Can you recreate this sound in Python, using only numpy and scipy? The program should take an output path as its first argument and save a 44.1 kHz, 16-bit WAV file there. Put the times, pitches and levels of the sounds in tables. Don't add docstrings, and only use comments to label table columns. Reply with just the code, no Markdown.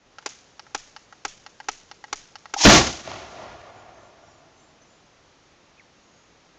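import sys
import numpy as np
from scipy import signal
from scipy.fft import rfft, irfft, next_fast_len
from scipy.io import wavfile

SR = 44100
rng = np.random.default_rng(int(sys.argv[2]) if len(sys.argv) > 2 else 0)


def unload_wav(signal):
    wavfile.write(
        sys.argv[1],
        SR,
        np.round(np.clip(np.atleast_2d(signal).T, -1, 1) * 32767).astype(np.int16),
    )


def ratio(d):
    e = np.asarray(d, float) / 20
    return 10 ** e


N = 290574
T = np.arange(N) / SR

# (frequency [Hz], density [dB per Hz])
AIR_COLOUR = [(12, -43), (20, -9), (146, -3.5), (182, -6), (296, -5), (335, -5.5), (561, -6.5), (915, -9),
              (1320, -10.5), (1530, -12), (7000, -19), (9100, -42), (15400, -120)]
# (time [s], peak [dB], treble share [dB], depth [dB], button pitch [Hz])
PRESSES = [
    (0.184, -27, -9, -8, 1310),
    (0.666, -39.5, -11, -2, 1250),
    (1.125, -32, -18, -4, 1230),
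    (1.601, -29.5, -6.5, 3.5, 1510),
    (2.04, -30, -6.5, 4.5, 1670),
    (2.456, -31, -10, -2.5, 1190),
]
CATCH_DB = [-45, -51, -60, -47, -46, -48]
# (treble share [dB], depth [dB], button pitch [Hz])
CATCH_TONE = (-7, 0.96, 1330)
# (time [s], peak [dB])
RELEASES = [(0.594, -32.5), (0.963, -32), (1.463, -32.5), (1.913, -32.5), (2.355, -31.5)]
# (treble share [dB], depth [dB], button pitch [Hz])
RELEASE_TONE = (1, 1.3, 1170)
# (delay [s], level [dB])
TICK_CONTACTS = [
    (.0006, 0),
    (.002, -7),
    (.0068, -11),
    (.011, -19),
]
# (frequency [Hz], width [Hz], level [dB])
TICK_BODY = [(906, 110, -4.5), (1950, 300, -3)]
# (frequency [Hz], width [Hz], level [dB])
TICK_SPRING = [(2880, 430, -3.5), (3500, 2500, 4.5), (4440, 610, -0.5), (5430, 380, -8.5), (6800, 780, -10)]
# (time [s], peak [dB])
SNAPS = [
    (0.2626, -10.5),
    (0.7495, -10),
    (1.2524, -10),
    (1.6874, -10.5),
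    (2.1298, -10),
    (2.5402, -11),
]
# (delay [s], body level [dB], treble level [dB])
SNAP_CONTACTS = [
    (-.0033, -10, -30),
    (-.0025, -16, -13),
    (-.0013, 0, 0),
    (0, -8, -9),
    (.0013, -12, -11),
]
# (frequency [Hz], width [Hz], level [dB])
SNAP_BODY = [(805, 190, -6), (1288, 45, -4.5), (1598, 360, -6.5), (2070, 160, -8.5), (2700, 240, -9.5)]
# (frequency [Hz], width [Hz], level [dB])
SNAP_SPRING = [(3300, 1500, -24.5), (4300, 1800, -3.5), (4900, 170, -16.5), (5840, 480, -5.5),
               (6060, 500, -9), (7000, 1100, -2.5), (5060, 48000, 6.5)]
# (delay [s], level [dB], frequency [Hz], width [Hz])
WALLS = [(0.0291, -13, 6800, 2500), (0.035, -21, 6000, 3060), (.043, -16.5, 7000, 2000),
         (.05, -28, 5490, 3000), (0.0944, -30.5, 6470, 3036), (.127, -25, 3500, 2520),
         (.148, -30.5, 5990, 2983)]
# (frequency [Hz], density [dB per Hz])
SHEDS_COLOUR = [(120, -36.5), (200, -8), (601, -7), (698, 3.5), (982, -5.5), (3090, -6.5), (4100, -7),
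                (7000, -3.5), (9100, -31), (15400, -120)]
# (frequency [Hz], density [dB per Hz])
LEAK_COLOUR = [(180, -50), (300, -9.5), (451, -29.5), (920, -5), (1300, -18.5), (4780, -8), (5310, -4.5),
               (7000, -9), (9100, -39), (15400, -120)]
# (time [s], frequency [Hz], level [dB], rise [s], decay [s])
LIGHTING = [
    (2.563, 808, -14.5, 0.0024, .006),
    (2.62, 893, -26, 0.008, .025),
]
# (frequency [Hz], density [dB per Hz])
BLAST_COLOUR = [(15, -43.5), (25, -13.5), (113, 1), (351, -1.5), (444, -9.5), (694, -5), (989, -11),
                (1140, -6.5), (1280, -14.5), (1380, -7), (1510, -12.5), (7000, -7.5), (9100, -42),
                (15400, -120)]
# (level [dB], rise [s], hold [s], t60 [s])
BLAST_LAYERS = [
    (-16, 0.0024, 0.094, 0.38),
    (-1.5, 0.0033, 0.056, 0.36),
    (-2, .03, 0.061, .42),
]
YARD_DB = [-52, -46, -42.5]
# (time [s], frequency [Hz], level [dB], rise [s], decay [s])
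BOOMS = [
    (2.654, 270, 1.5, 0.0038, 0.021),
    (2.6635, 207, 6.5, 0.0094, 0.021),
    (2.65, 45, -6.5, 0.0061, 0.043),
    (2.65, 69, -9, 0.017, 0.068),
    (2.65, 105, -8.5, .005, 0.032),
    (2.65, 39, -12, 0.0082, .05),
    (2.725, 320, -5, 0.013, .03),
    (2.7, 405, -9.5, 0.0085, 0.03),
    (2.69, 660, -7.5, 0.0069, 0.035),
]
# (round trip [m], build-up [s])
NEAR_BUILDINGS = (127.5, 0.058)
FAR_TREES = (222, 0.068)
# (near level [dB], near t60 [s], far level [dB], far t60 [s])
ROLL_LAYERS = [
    (-42, 1.54, -51, 4.2),
    (-38, 2.3, -40, 3.44),
    (-34, 1.04, -44, 1.7),
]
# (frequency [Hz], density [dB per Hz])
ROLL_COLOUR = [(15, -47), (25, -13), (103, -2), (177, -11), (359, -4.5), (488, -8.5), (662, -5),
               (1410, -1.5), (1550, -14), (1660, -7), (7000, -24.5), (9100, -32.5), (15400, -120)]
# (frequency [Hz], width [Hz], level [dB])
ROLL_PEAKS = [(363, 30, -11), (664, 70, 5.5), (1185, 56, -17.5), (1330, 63, -11), (1615, 200, -28),
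              (2000, 98, -62)]
# (time [s], peak [dB], frequency [Hz])
SLAPS = [
    (3.075, -25.5, 643),
    (3.116, -23.5, 600),
    (3.134, -32, 650),
    (3.159, -31, 685),
    (3.207, -38, 689),
]
# (time [s], length [s], frequency [Hz], level [dB])
FAR_BIRDS = [(3.8, .1, 7000, -67), (3.983, 0.16, 6340, -70), (4.05, 0.11, 7230, -65),
             (4.297, 0.15, 5600, -68.5), (4.322, 0.18, 7040, -65.5), (4.599, 0.084, 6230, -70),
             (4.637, 0.15, 7230, -63), (4.828, 0.047, 6130, -65), (4.934, 0.13, 7130, -65.5),
             (6.181, 0.27, 6650, -68)]
# (time [s], frequency [Hz], level [dB])
CHIRP = [
    (5.771, 2205, -67.5),
    (5.778, 2556, -61),
    (5.787, 2454, -57.5),
    (5.795, 2700, -61),
    (5.797, 2280, -51),
    (5.806, 1950, -54.5),
    (5.812, 1750, -66),
    (5.824, 1450, -68),
]

CATCH_S = .041
LEAK_START_S, EXIT_S = 2.5515, 2.649
SOUND_M_PER_S = 343


def coloured(spectrum, low_hz=15, high_hz=20000):
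    size = next_fast_len(N, True)
    hz = np.maximum(np.arange(size // 2 + 1) * SR / size, 1)
    points = np.array(spectrum)[:-2]
    gain = ratio(np.interp(np.log(hz), np.log(points[:, 0]), points[:, 1]))
    edges = 1 / np.sqrt((1 + (low_hz / hz) ** 4) * (1 + (hz / high_hz) ** 4))
    noise = irfft(rfft(rng.standard_normal(size)) * gain * edges, size)[:N]
    return noise / np.std(noise)


def resonate(x, peaks, widen=1):
    out = 0
    for k, (hz, width, db) in enumerate(peaks):
        r = np.exp(-np.pi * width * widen / SR)
        poles = [1, -2 * r * np.cos(2 * np.pi * hz / SR), r * r]
        out = out + (-1) ** k * ratio(db) * signal.lfilter([.5, 0, -.5], poles, x + 1e-18)
    return out


def flicker(rate, depth_db):
    r = np.exp(-2 * np.pi * rate / SR)
    slow = signal.lfilter([1], [1, -2 * r, r * r], rng.standard_normal(N))
    return ratio(depth_db * slow / np.std(slow))


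def contacts(events, pattern, jitter_s, jitter_db):
    out = np.zeros(N)
    chance = rng.standard_normal((len(events), len(pattern), 2))
    for event, draws in zip(events, chance):
        for (delay, db), (time_draw, level_draw) in zip(pattern, draws):
            at = round((event[0] + delay + jitter_s * time_draw) * SR)
            out[at] += ratio(event[1] + db + jitter_db * level_draw)
    return out


def late(x, delay):
    return np.concatenate([np.zeros(round(delay * SR)), x])[:N]


def tones(rows):
    out = np.zeros(N)
    for s, hz, db, rise, decay in rows:
        t = np.maximum(T - s, 0)
        envelope = (1 - np.exp(-(t / rise) ** 2)) * np.exp(-t / decay)
        out += ratio(db) * envelope * np.sin(2 * np.pi * hz * t)
    return out


def swell(start, rise, hold, t60):
    t = np.maximum(T - start, 0)
    return (1 - np.exp(-(t / rise) ** 2)) * ratio(-60 * np.maximum(t - hold, 0) / t60)


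def three_bands(gains, colour, low_hz, high_hz, flicker_db):
    lumps = flicker(45, flicker_db)
    edges = [(15, low_hz), (low_hz, high_hz), (high_hz, 20000)]
    return [gain * lumps * flicker(25, flicker_db) * coloured(colour, *edge) for gain, edge in zip(gains, edges)]


def highpass(x, hz):
    return signal.sosfilt(signal.butter(4, hz, "high", fs=SR, output="sos"), x)


def air():
    settle_db, settle_s = -6, .06
    return ratio(-58 + 1.76 + settle_db * np.exp(-T / settle_s)) * coloured(AIR_COLOUR)


def ticks():
    catches = [(press[0] + CATCH_S, db, *CATCH_TONE) for press, db in zip(PRESSES, CATCH_DB)]
    return list(PRESSES) + catches + [(s, db, *RELEASE_TONE) for s, db in RELEASES]


def button_ticks():
    small = ticks()
    body_events = [(s, db + depth_db) for s, db, _, depth_db, _ in small]
    spring_events = [(s, db + treble_db) for s, db, treble_db, *_ in small]
    out = resonate(contacts(body_events, TICK_CONTACTS, .00005, 0.88), TICK_BODY)
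    out += ratio(4.5) * resonate(contacts(spring_events, TICK_CONTACTS, .00005, 0.91), TICK_SPRING)
    for tick in small:
        out += resonate(contacts([tick], TICK_CONTACTS, .00005, 0.73), [(tick[-1], 240, -1)])
    return out


def hammer_snaps():
    body_pattern = [(delay, body_db) for delay, body_db, _ in SNAP_CONTACTS]
    treble_pattern = [(delay, treble_db) for delay, _, treble_db in SNAP_CONTACTS]
    body = ratio(-5) * resonate(contacts(SNAPS, body_pattern, 0, 0.94), SNAP_BODY)
    return body + ratio(1.5) * resonate(contacts(SNAPS, treble_pattern, .00002, 1.0), SNAP_SPRING)


def igniter():
    direct = highpass(button_ticks() + hammer_snaps(), 260)
    walls = np.zeros(N)
    for delay, db, hz, width in WALLS:
        unit_gain = np.pi * width / SR * 2
        walls += late(resonate(direct, [(hz, width, db)]), delay) * unit_gain
    ground = ratio(-4) * late(direct, .0037)
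    return direct + ground + walls


def near_echoes():
    hits = np.zeros(N)
    for s, db, *_ in list(SNAPS) + ticks():
        hits[round(s * SR)] = ratio(db)
    t = T[:SR // 2]
    early = ratio(-15.5) * np.exp(-t / 0.0077)
    after = np.maximum(t - .029, 0)
    decay = ratio(-31) * np.exp(-after / 0.045) + ratio(-43.0) * np.exp(-after / 0.27)
    wash = (1 - np.exp(-after / 0.001)) * decay
    clutter = signal.fftconvolve(hits, early)[:N] * coloured(SHEDS_COLOUR, low_hz=450, high_hz=5050)
    sheds = signal.fftconvolve(hits, wash)[:N] * coloured(SHEDS_COLOUR, low_hz=1500)
    return flicker(120, 1.8) * (clutter + sheds)


def recoil():
    knocks = contacts(SNAPS, [(-.003, -33)], 0, 0)
    wall = highpass(resonate(knocks, [(290, 43, 8.9), (418, 41, 10.9)]), 250)
    swing = resonate(knocks, [(16, 5.1, -4.5)])
    return wall + (T > .5) * swing


def leak():
    ceiling_db, gap_db, build_s = -12.5, 50, .027
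    muzzle_s, muzzle_db = .012, 6
    building = (T > LEAK_START_S) & (T < EXIT_S + .003)
    level_db = ceiling_db - gap_db * np.exp(-np.maximum(T - LEAK_START_S, 0) / build_s)
    level_db = level_db + muzzle_db * (T > EXIT_S - muzzle_s)
    return building * ratio(level_db) * flicker(150, 1.6) * coloured(LEAK_COLOUR)


def lighting():
    return tones(LIGHTING)


def blast():
    front_db, front_s, yard_t60_s = 9, .01, 1.75
    front = ratio(front_db * np.exp(-np.maximum(T - EXIT_S, 0) / front_s))
    gains = []
    for (db, *shape), yard_db in zip(BLAST_LAYERS, YARD_DB):
        gas = ratio(db) * front * swell(EXIT_S, *shape)
        yard = ratio(yard_db) * swell(EXIT_S, .05, 0.36, yard_t60_s)
        gains.append(np.hypot(gas, yard))
    return sum(three_bands(gains, BLAST_COLOUR, 350, 2500, 1.4)) + tones(BOOMS)


def reflector_return(trees, db, t60):
    round_trip_m, build_s = trees
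    return ratio(db) * swell(EXIT_S + round_trip_m / SOUND_M_PER_S, build_s, 0, t60)


def roll():
    gains = []
    for near_db, near_t60, far_db, far_t60 in ROLL_LAYERS:
        near = reflector_return(NEAR_BUILDINGS, near_db, near_t60)
        gains.append(np.hypot(near, reflector_return(FAR_TREES, far_db, far_t60)))
    rumble, roar, hiss = three_bands(gains, ROLL_COLOUR, 300, 2500, 1.0)
    tuned = resonate(roar, ROLL_PEAKS, widen=1.63)
    out = rumble + hiss + 0.57 * roar + 1.05 * tuned * np.std(roar) / np.std(tuned)
    for s, db, hz in SLAPS:
        slap = contacts([(s, db)], [(0, -1.5), (.0015, -2.5), (.004, -10)], 0.00043, 0.91)
        out += resonate(slap, [(hz, 100, 0), (1120, 200, -3), (2200, 2000, 4)])
    return out


def far_birds():
    out = np.zeros(N)
    white = rng.standard_normal(SR // 2)
    t = T[:SR // 2] - .25
    for start, length, hz, db in FAR_BIRDS:
        thin = resonate(resonate(white, [(hz, 350, 0)]), [(hz, 350, 0)])
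        note = ratio(db) * np.exp(-(t / length * 2) ** 2) * thin / np.std(thin)
        at = round((start - .25) * SR)
        out[at:at + SR // 2] += note[:N - at]
        white = np.roll(white, 3001)
    return out


def near_chirp():
    s, hz, db = np.transpose(CHIRP)
    gain = ratio(np.interp(T, s, db + 3, left=-140, right=-140))
    phase = 2 * np.pi * np.cumsum(np.interp(T, s, hz)) / SR
    return gain * flicker(150, 2.5) * np.sin(phase)


def scene():
    igniter_sound = igniter() + near_echoes() + recoil()
    shot = leak() + lighting() + blast() + roll()
    return (air() + igniter_sound + shot + far_birds() + near_chirp())[None]


def top_cut(x):
    return signal.sosfilt(signal.butter(12, 15750, fs=SR, output="sos"), x)


def record(dry):
    lifted = dry + resonate(dry, [(6500, 3100, -20)])
    held = lifted / (1 + np.abs(lifted / 0.61) ** 6) ** (1 / 6)
    narrow = signal.sosfilt(signal.cheby2(8, 40, 8150, fs=SR, output="sos"), held)
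    narrow = narrow + ratio(-28) * held
    narrow = signal.sosfilt(signal.ellip(8, .5, 70, 8900, fs=SR, output="sos"), narrow)
    return top_cut(np.clip(narrow, -.74, .74))


dry = scene()
out = record(dry)
unload_wav(out)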